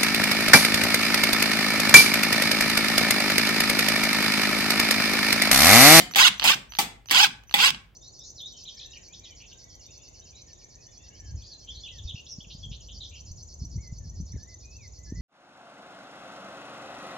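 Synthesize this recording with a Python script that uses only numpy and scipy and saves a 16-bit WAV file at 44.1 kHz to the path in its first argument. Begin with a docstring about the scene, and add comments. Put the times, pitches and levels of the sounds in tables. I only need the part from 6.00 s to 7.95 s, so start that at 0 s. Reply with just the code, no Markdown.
"""A cordless drill nudges a screw into a wall box, up close in a bare timber room.
On a squeeze of the trigger the speed controller whines, the gears tick through their slack, the spindle
takes hold with a clack, and the motor rasps up to speed and brakes. Some squeezes stop at the clack.
The timber wall answers with dull thuds, and the house rumbles faintly underneath."""
import sys
import numpy as np
from scipy import signal
from scipy.fft import rfft, irfft, next_fast_len
from scipy.io import wavfile
from scipy.ndimage import uniform_filter1d, minimum_filter1d, map_coordinates

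SR = 44100
rng = np.random.default_rng(int(sys.argv[2]) if len(sys.argv) > 2 else 0)


def wav_record(signal):
    """Record a signal, one row per channel, as 16-bit PCM in the file named by sys.argv[1]."""
    frames = np.transpose(np.atleast_2d(signal))
    bounded = np.clip(frames, -1, 1)
    # unit amplitude maps onto the largest positive 16-bit level
    quanta = np.round(bounded * 32767).astype(np.int16)
    wavfile.write(sys.argv[1], SR, quanta)


N = 85995


def motor():
    """The motor spins up and brakes: gears knock and grind, the bit rings, the brake jolts the wall."""
    # motor runs: start t/s, top speed t/s, stop t/s, gear pulse rate at the start f/Hz, at the top f/Hz
    runs = [(.160, .257, .294, 120, 726), (.443, .521, .552, 180, 608), (1.112, 1.233, 1.280, 185, 860),
            (1.548, 1.666, 1.707, 145, 572)]
    # loudness of the motor's rasp through each run: t/s, level/dB
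    levels = [
        [(.160, -31.5), (.190, -17), (.201, -9), (.236, -20), (.246, -14), (.282, -16.5), (.294, -28.5)],
        [(.443, -23.5), (.468, -22.5), (.502, -16), (.519, -22), (.538, -26.5), (.552, -34)],
        [(1.112, -29), (1.140, -22.5), (1.190, -18), (1.245, -19), (1.262, -28), (1.280, -41.5)],
        [(1.548, -33.5), (1.580, -31), (1.594, -23.5), (1.645, -17.5), (1.688, -22.5), (1.707, -27.5)],
    ]
    # ring of the bit, which seats differently in each run: f/Hz, level/dB
    bit_rings = [(3050, -11), (3030, -9), (4500, -6.5), (2650, -12)]
    # tone colour of the gearbox: f/Hz, level/dB
    gearbox = [(100, -35.5), (350, -14), (620, -20.5), (820, -7), (1080, -3), (1330, -10), (1520, -3),
               (1750, -8.5), (2300, -3), (2900, -4.5), (3500, -3), (4200, -10), (4900, -8.5), (5600, -14),
               (7200, -16.5), (9000, -21.5), (11000, -28.5), (15000, -24.5)]
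    stall_hz, grind_db, tilt_db_per_octave = 130, -7, 1.2
    out, jolts, t = np.zeros(N), np.zeros(N), np.arange(N) / SR
    hiss = filtered(rng.standard_normal(N), lambda f: amp(tilt_db_per_octave * np.log2((f + 100) / 3000)))
    for (start, top, stop, start_hz, top_hz), level, (bit_hz, bit_db) in zip(runs, levels, bit_rings):
        running = (t >= start) & (t < stop)
        now = t[running]
        run_up = np.maximum((top - now) / (top - start), 0) ** 1.5
        braking = np.maximum((now - top) / (stop - top), 0) ** 1.8
        pulse_hz = top_hz - (top_hz - start_hz) * run_up - (top_hz - stall_hz) * braking
        cycles = np.cumsum(pulse_hz) / SR
        # sliding teeth: one fading puff of hiss a cycle, louder with speed
        grind = hiss[running] * unit(np.exp(-1.8 * (cycles % 1))) * (pulse_hz / top_hz)
        gears = gear_knocks(cycles, pulse_hz) + amp(grind_db) * grind
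        bit = amp(bit_db) * signal.lfilter(*signal.iirpeak(bit_hz, Q=2, fs=SR), gears)
        add(out, start, (gears + bit) * amp(np.interp(now, *np.transpose(level))))
        add(jolts, (top + stop) / 2, amp(-39) * wall_thud(hz=162, t60=0.34, rise_s=0.016))
    rasp = flicker(coloured(out, gearbox))
    return in_room(rasp, room_db=-13, near_db=-1, paths=7) + jolts


def gear_knocks(cycles, pulse_hz, swing=.17, scatter_db=2.6, jitter_s=.000016):
    """Teeth strike once a cycle, every other knock stronger, each a little off in size and time."""
    k = np.arange(1, int(cycles[-1]) + 1)
    samples = np.arange(len(cycles))
    chance = rng.standard_normal((len(k), 2))
    strikes = np.interp(k, cycles, samples) + jitter_s * SR * chance[:, 0]
    size = (1 + swing * (-1) ** k) * amp(scatter_db * chance[:, 1])
    knocks = size @ np.sinc(samples - strikes[:, None]) * np.sqrt(SR / pulse_hz)
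    return signal.lfilter(*signal.butter(1, 1210, "high", fs=SR), knocks)  # small teeth radiate few lows


def flicker(x, depth_db=3.5, patch_hz=500, patch_s=.014):
    """Each gear tone swells and fades on its own, in short patches."""
    hz, s, spectra = signal.stft(x, SR, nperseg=256)
    knots = rng.standard_normal((int(hz[-1] / patch_hz) + 2, int(s[-1] / patch_s) + 2))
    grid = np.meshgrid(hz / patch_hz, s / patch_s, indexing="ij")
    gain = amp(depth_db * map_coordinates(knots, grid))
    return signal.istft(spectra * unit(gain), SR, nperseg=256)[1][:N]


def spindle_clacks(hold_s=0.0026, snap_db=-1, snap_t60=0.0088, thud_db=-9.5):
    """The spindle slams home: a bright snap, steel clatter, the housing's ring and a thud in the wall."""
    # clacks: t/s, level/dB, ring level/dB, room level/dB, ring tuning/ratio, clatter t60/s
    hits = [(-.030, -19.5, -9, -1, 0.9, 0.075), (.158, -20.5, -5.5, -2.5, 0.98, 0.19),
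            (.440, -22.5, -8.5, -0.5, 0.96, 0.23), (.787, -21, -6.5, -3.5, 1, 0.14),
            (1.1098, -22, -5, -2, .98, .11), (1.540, -21.5, -1, -2, 1, 0.03)]
    # tone colour of the steel clatter: f/Hz, level/dB
    steel = [(80, -20.5), (220, -8.5), (550, -10), (850, -3.5), (1500, -6.5), (2200, -3), (4600, -3),
             (6000, -9), (7700, -6.5), (10000, -14), (15000, -10)]
    # housing modes, before each clack's tuning: f/Hz, level/dB, t60/s
    housing = [(815.7, 2, 0.088), (2071, 9.5, 0.023), (2288, 11, 0.023), (3423, 15.5, .02),
               (4637, 4, 0.023), (7820, 3.5, 0.018)]
    out, t = np.zeros((2, N)), np.arange(N) / SR
    for s, db, ring_db, room_db, tuning, clatter_t60 in hits:
        decay = amp(-60 * np.maximum(t - hold_s, 0) / clatter_t60)
        clatter = coloured(rng.standard_normal(N) * decay, steel)
        snap = np.diff(rng.standard_normal(N + 1)) * amp(snap_db - 60 * t / snap_t60)
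        ring = sum(amp(level - 60 * t / t60) * np.sin(2 * np.pi * hz * tuning * t)
                   for hz, level, t60 in housing)
        ring *= 1 - np.exp(-t / 0.0005)
        wall = amp(room_db + thud_db) * wall_thud(hz=205, t60=0.37, rise_s=0.04)
        clack = in_room(snap + clatter + amp(ring_db) * ring, room_db, near_db=0)
        add(out, s, amp(db) * (clack + wall))
    return out


def gear_ticks():
    """Teeth and bit tick through their slack."""
    # ticks: t/s, level/dB
    hits = [(.138, -15), (.149, -8), (.291, -10.5), (.3285, -17), (.342, -20), (.3975, -4.5), (.413, -14),
            (.4207, -8.5), (.4273, -5.5), (.4332, -8), (.7222, -22.5), (.7367, -22.5), (.7513, -17.5),
            (.7697, -20), (1.087, -25), (1.097, -14.5), (1.105, -8.5), (1.495, -26.5), (1.5116, -19),
            (1.526, -21), (1.747, -17.5)]
    # tone colour of a tick: f/Hz, level/dB
    colour = [(150, -14), (550, -14.5), (850, -7.5), (1800, -8), (3000, -2), (3900, -6.5), (5000, -5.5),
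              (7000, -22), (10000, -34), (16000, -40)]
    return contacts(hits, colour)


def trigger_clicks():
    """The trigger switch clicks under the finger."""
    # clicks: t/s, level/dB
    hits = [(.112, -20), (1.059, -32.5), (1.437, -37)]
    # tone colour of the switch: f/Hz, level/dB
    colour = [(200, -14.5), (900, -6), (2000, -7), (6000, -8), (9000, -23), (15000, -19.5)]
    return contacts(hits, colour)


def contacts(hits, colour, rattle_db=-10.5, rattle_t60=0.0043, bright_above_db=-13):
    """Small hard contacts, each with a short rattle behind it; the hardest hits are brighter."""
    out, t = np.zeros(N), np.arange(SR // 30) / SR
    centre = len(t) // 2
    octaves = np.log2(np.clip(np.fft.rfftfreq(len(t), 1 / SR), 500, 6000) / 3000)
    for s, db in hits:
        rattle = amp(rattle_db - 60 * t / rattle_t60) * rng.standard_normal(len(t))
        contact = np.roll((t == 0) + rattle, centre)
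        tilt_db_per_octave = 0.16 * max(db - bright_above_db, 0)
        add(out, s - t[centre], amp(db) * irfft(rfft(contact) * amp(tilt_db_per_octave * octaves)))
    return in_room(coloured(out, colour), room_db=-11, near_db=-6, paths=3)


def controller_whine(hz=6010, octave_db=-9, waver_db=3.5, waver_hz=160, slip_rad=.7):
    """The switched current sings unsteadily in the stalled motor until it breaks loose."""
    # whines: start t/s, end t/s, level/dB
    whines = [(0.115, 0.164, -43), (0.378, 0.445, -46), (0.694, .790, -49), (1.07, 1.116, -49),
              (1.471, 1.542, -54.5)]
    t = np.arange(N) / SR
    gates = sum(amp(db) * ((t > start) & (t < end)) for start, end, db in whines)
    stereo_phase = np.array([[0], [np.pi / 2]])
    phase = 2 * np.pi * hz * t + slip_rad * wobble(waver_hz) + stereo_phase
    tone = np.sin(phase) + amp(octave_db) * np.sin(2 * phase)
    return uniform_filter1d(gates, size=180) * tone * amp(waver_db * wobble(waver_hz))


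def wall_thud(hz, t60, rise_s):
    """The timber wall booms: a low band of noise that swells and dies away."""
    t = np.arange(N) / SR
    boom = unit(filtered(rng.standard_normal(N), lambda f: 1 / (1 + (2.1 * np.log((f + 1) / hz)) ** 4)))
    return boom * amp(-60 * t / t60) * (1 - np.exp(-t / rise_s))


def in_room(x, room_db, near_db, paths=1, shift_s=.017, near_t60=0.026):
    """Direct sound, scatter off nearby studs and room tail; several paths crossfade as the chuck turns."""
    # phase lead of the left channel: f/Hz, lead/rad
    lead = [(100, -2), (1200, 0.23), (2410, 3.5), (2840, -0.7), (4220, -5.5), (5940, -9.5), (7750, 4.5),
            (11400, 18.5), (16500, 21.5)]
    # stereo balance, left minus right: f/Hz, level/dB
    pan = [(80, 0), (140, -5.5), (210, 7.5), (330, -12), (500, -8), (770, 6.5), (1170, 0.5), (1790, -6),
           (2740, -8), (4190, -4.5), (6410, 8), (9810, -1.5), (15000, -1)]
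    # decay of the timber room: f/Hz, t60/s
    room_decay = [(150, 0.39), (450, 0.58), (850, 0.36), (1300, 0.39), (4500, 0.28), (8000, 0.3),
                  (15000, 0.16)]
    t, sides = np.arange(SR // 20) / SR, np.array([[1], [-1]])
    scatter, room = 0, 0
    for k in range(paths):
        away = abs((np.arange(N) / SR / shift_s - k + paths / 2) % paths - paths / 2)
        part = x * np.cos(np.pi / 2 * np.minimum(away, 1)) if paths > 1 else x
        studs = rng.standard_normal((2, len(t))) * amp(-60 * t / near_t60) * (1 - np.exp(-t * 2000))
        hz, s, noise = signal.stft(rng.standard_normal((2, SR // 2)), SR, nperseg=256)
        tail = signal.istft(noise * amp(-60 * s / along(room_decay, hz)[:, None]), SR, nperseg=256)[1]
        scatter += echo(part, studs)
        room += echo(part, tail)
    direct = filtered(x, lambda f: np.exp(.5j * along(lead, f) * sides))
    close = filtered(direct + amp(near_db) * scatter, lambda f: amp(sides * along(pan, f) / 2))
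    return close + amp(room_db) * room


def house_rumble(level_db=-55.5, side_db=-11):
    """Low rumble of the house, nearly the same on both sides."""
    # tone colour of the rumble: f/Hz, level/dB
    colour = [(20, -25), (40, -2), (54, 7.5), (75, -15.5), (100, 2.5), (125, -8.5), (300, -22.5),
              (1000, -31), (3000, -30.5), (8000, -53), (16000, -44.5)]
    mid, side = (coloured(rng.standard_normal(N), colour) for _ in range(2))
    return amp(level_db) * (mid + amp(side_db) * np.array([side, -side]))


def amp(db):
    """Decibels to gain."""
    return 10 ** (np.asarray(db) / 20)


def unit(x):
    """Scale to rms 1."""
    return x / np.sqrt(np.mean(x ** 2) + 1e-20)


def along(points, hz):
    """Read a curve of (f/Hz, value) points on a log frequency axis."""
    f, values = np.transpose(points)
    return np.interp(np.log(hz + 1), np.log(f + 1), values)


def filtered(x, response):
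    """Shape x with a complex frequency response."""
    size = next_fast_len(N + SR // 2)
    return irfft(rfft(x, size) * response(np.fft.rfftfreq(size, 1 / SR)), size)[..., :N]


def coloured(x, points, size=4096):
    """Give x a tone colour with a minimum-phase filter of unit energy."""
    cepstrum = irfft(np.log(amp(along(points, np.fft.rfftfreq(size, 1 / SR)))))
    cepstrum[1:size // 2] *= 2
    cepstrum[size // 2 + 1:] = 0
    impulse = irfft(np.exp(rfft(cepstrum)))
    return signal.fftconvolve(x, impulse / np.linalg.norm(impulse))[:len(x)]


def echo(x, impulse):
    """Play x through a stereo impulse response, scaled to unit energy on the left."""
    return signal.oaconvolve(x[None], impulse / np.linalg.norm(impulse[0]), axes=1)[:, :N]


def wobble(rate):
    """A smooth random curve for each channel, rate knots a second."""
    knots = rng.standard_normal((2, int(N * rate / SR) + 4))
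    return np.array([map_coordinates(row, [np.arange(N) * rate / SR]) for row in knots])


def add(track, s, x):
    """Mix x into the track at time s."""
    i = round(s * SR)
    part = x[..., max(-i, 0):N - i]
    track[..., max(i, 0):max(i, 0) + part.shape[-1]] += part


def scene():
    """The drill over the quiet of the room."""
    return motor() + spindle_clacks() + gear_ticks() + trigger_clicks() + controller_whine() + house_rumble()


def record(dry, ceiling=.89, hold_s=.004, top_hz=15800):
    """A limiter ducks the highest peaks, then a steep low-pass trims the top."""
    hold = round(hold_s * SR)
    gain = ceiling / np.maximum(abs(dry).max(axis=0), ceiling)
    limited = dry * uniform_filter1d(minimum_filter1d(gain, hold), hold // 2)
    return signal.sosfilt(signal.ellip(10, .2, 90, top_hz, fs=SR, output="sos"), limited)


dry = scene()
out = record(dry)
wav_record(out)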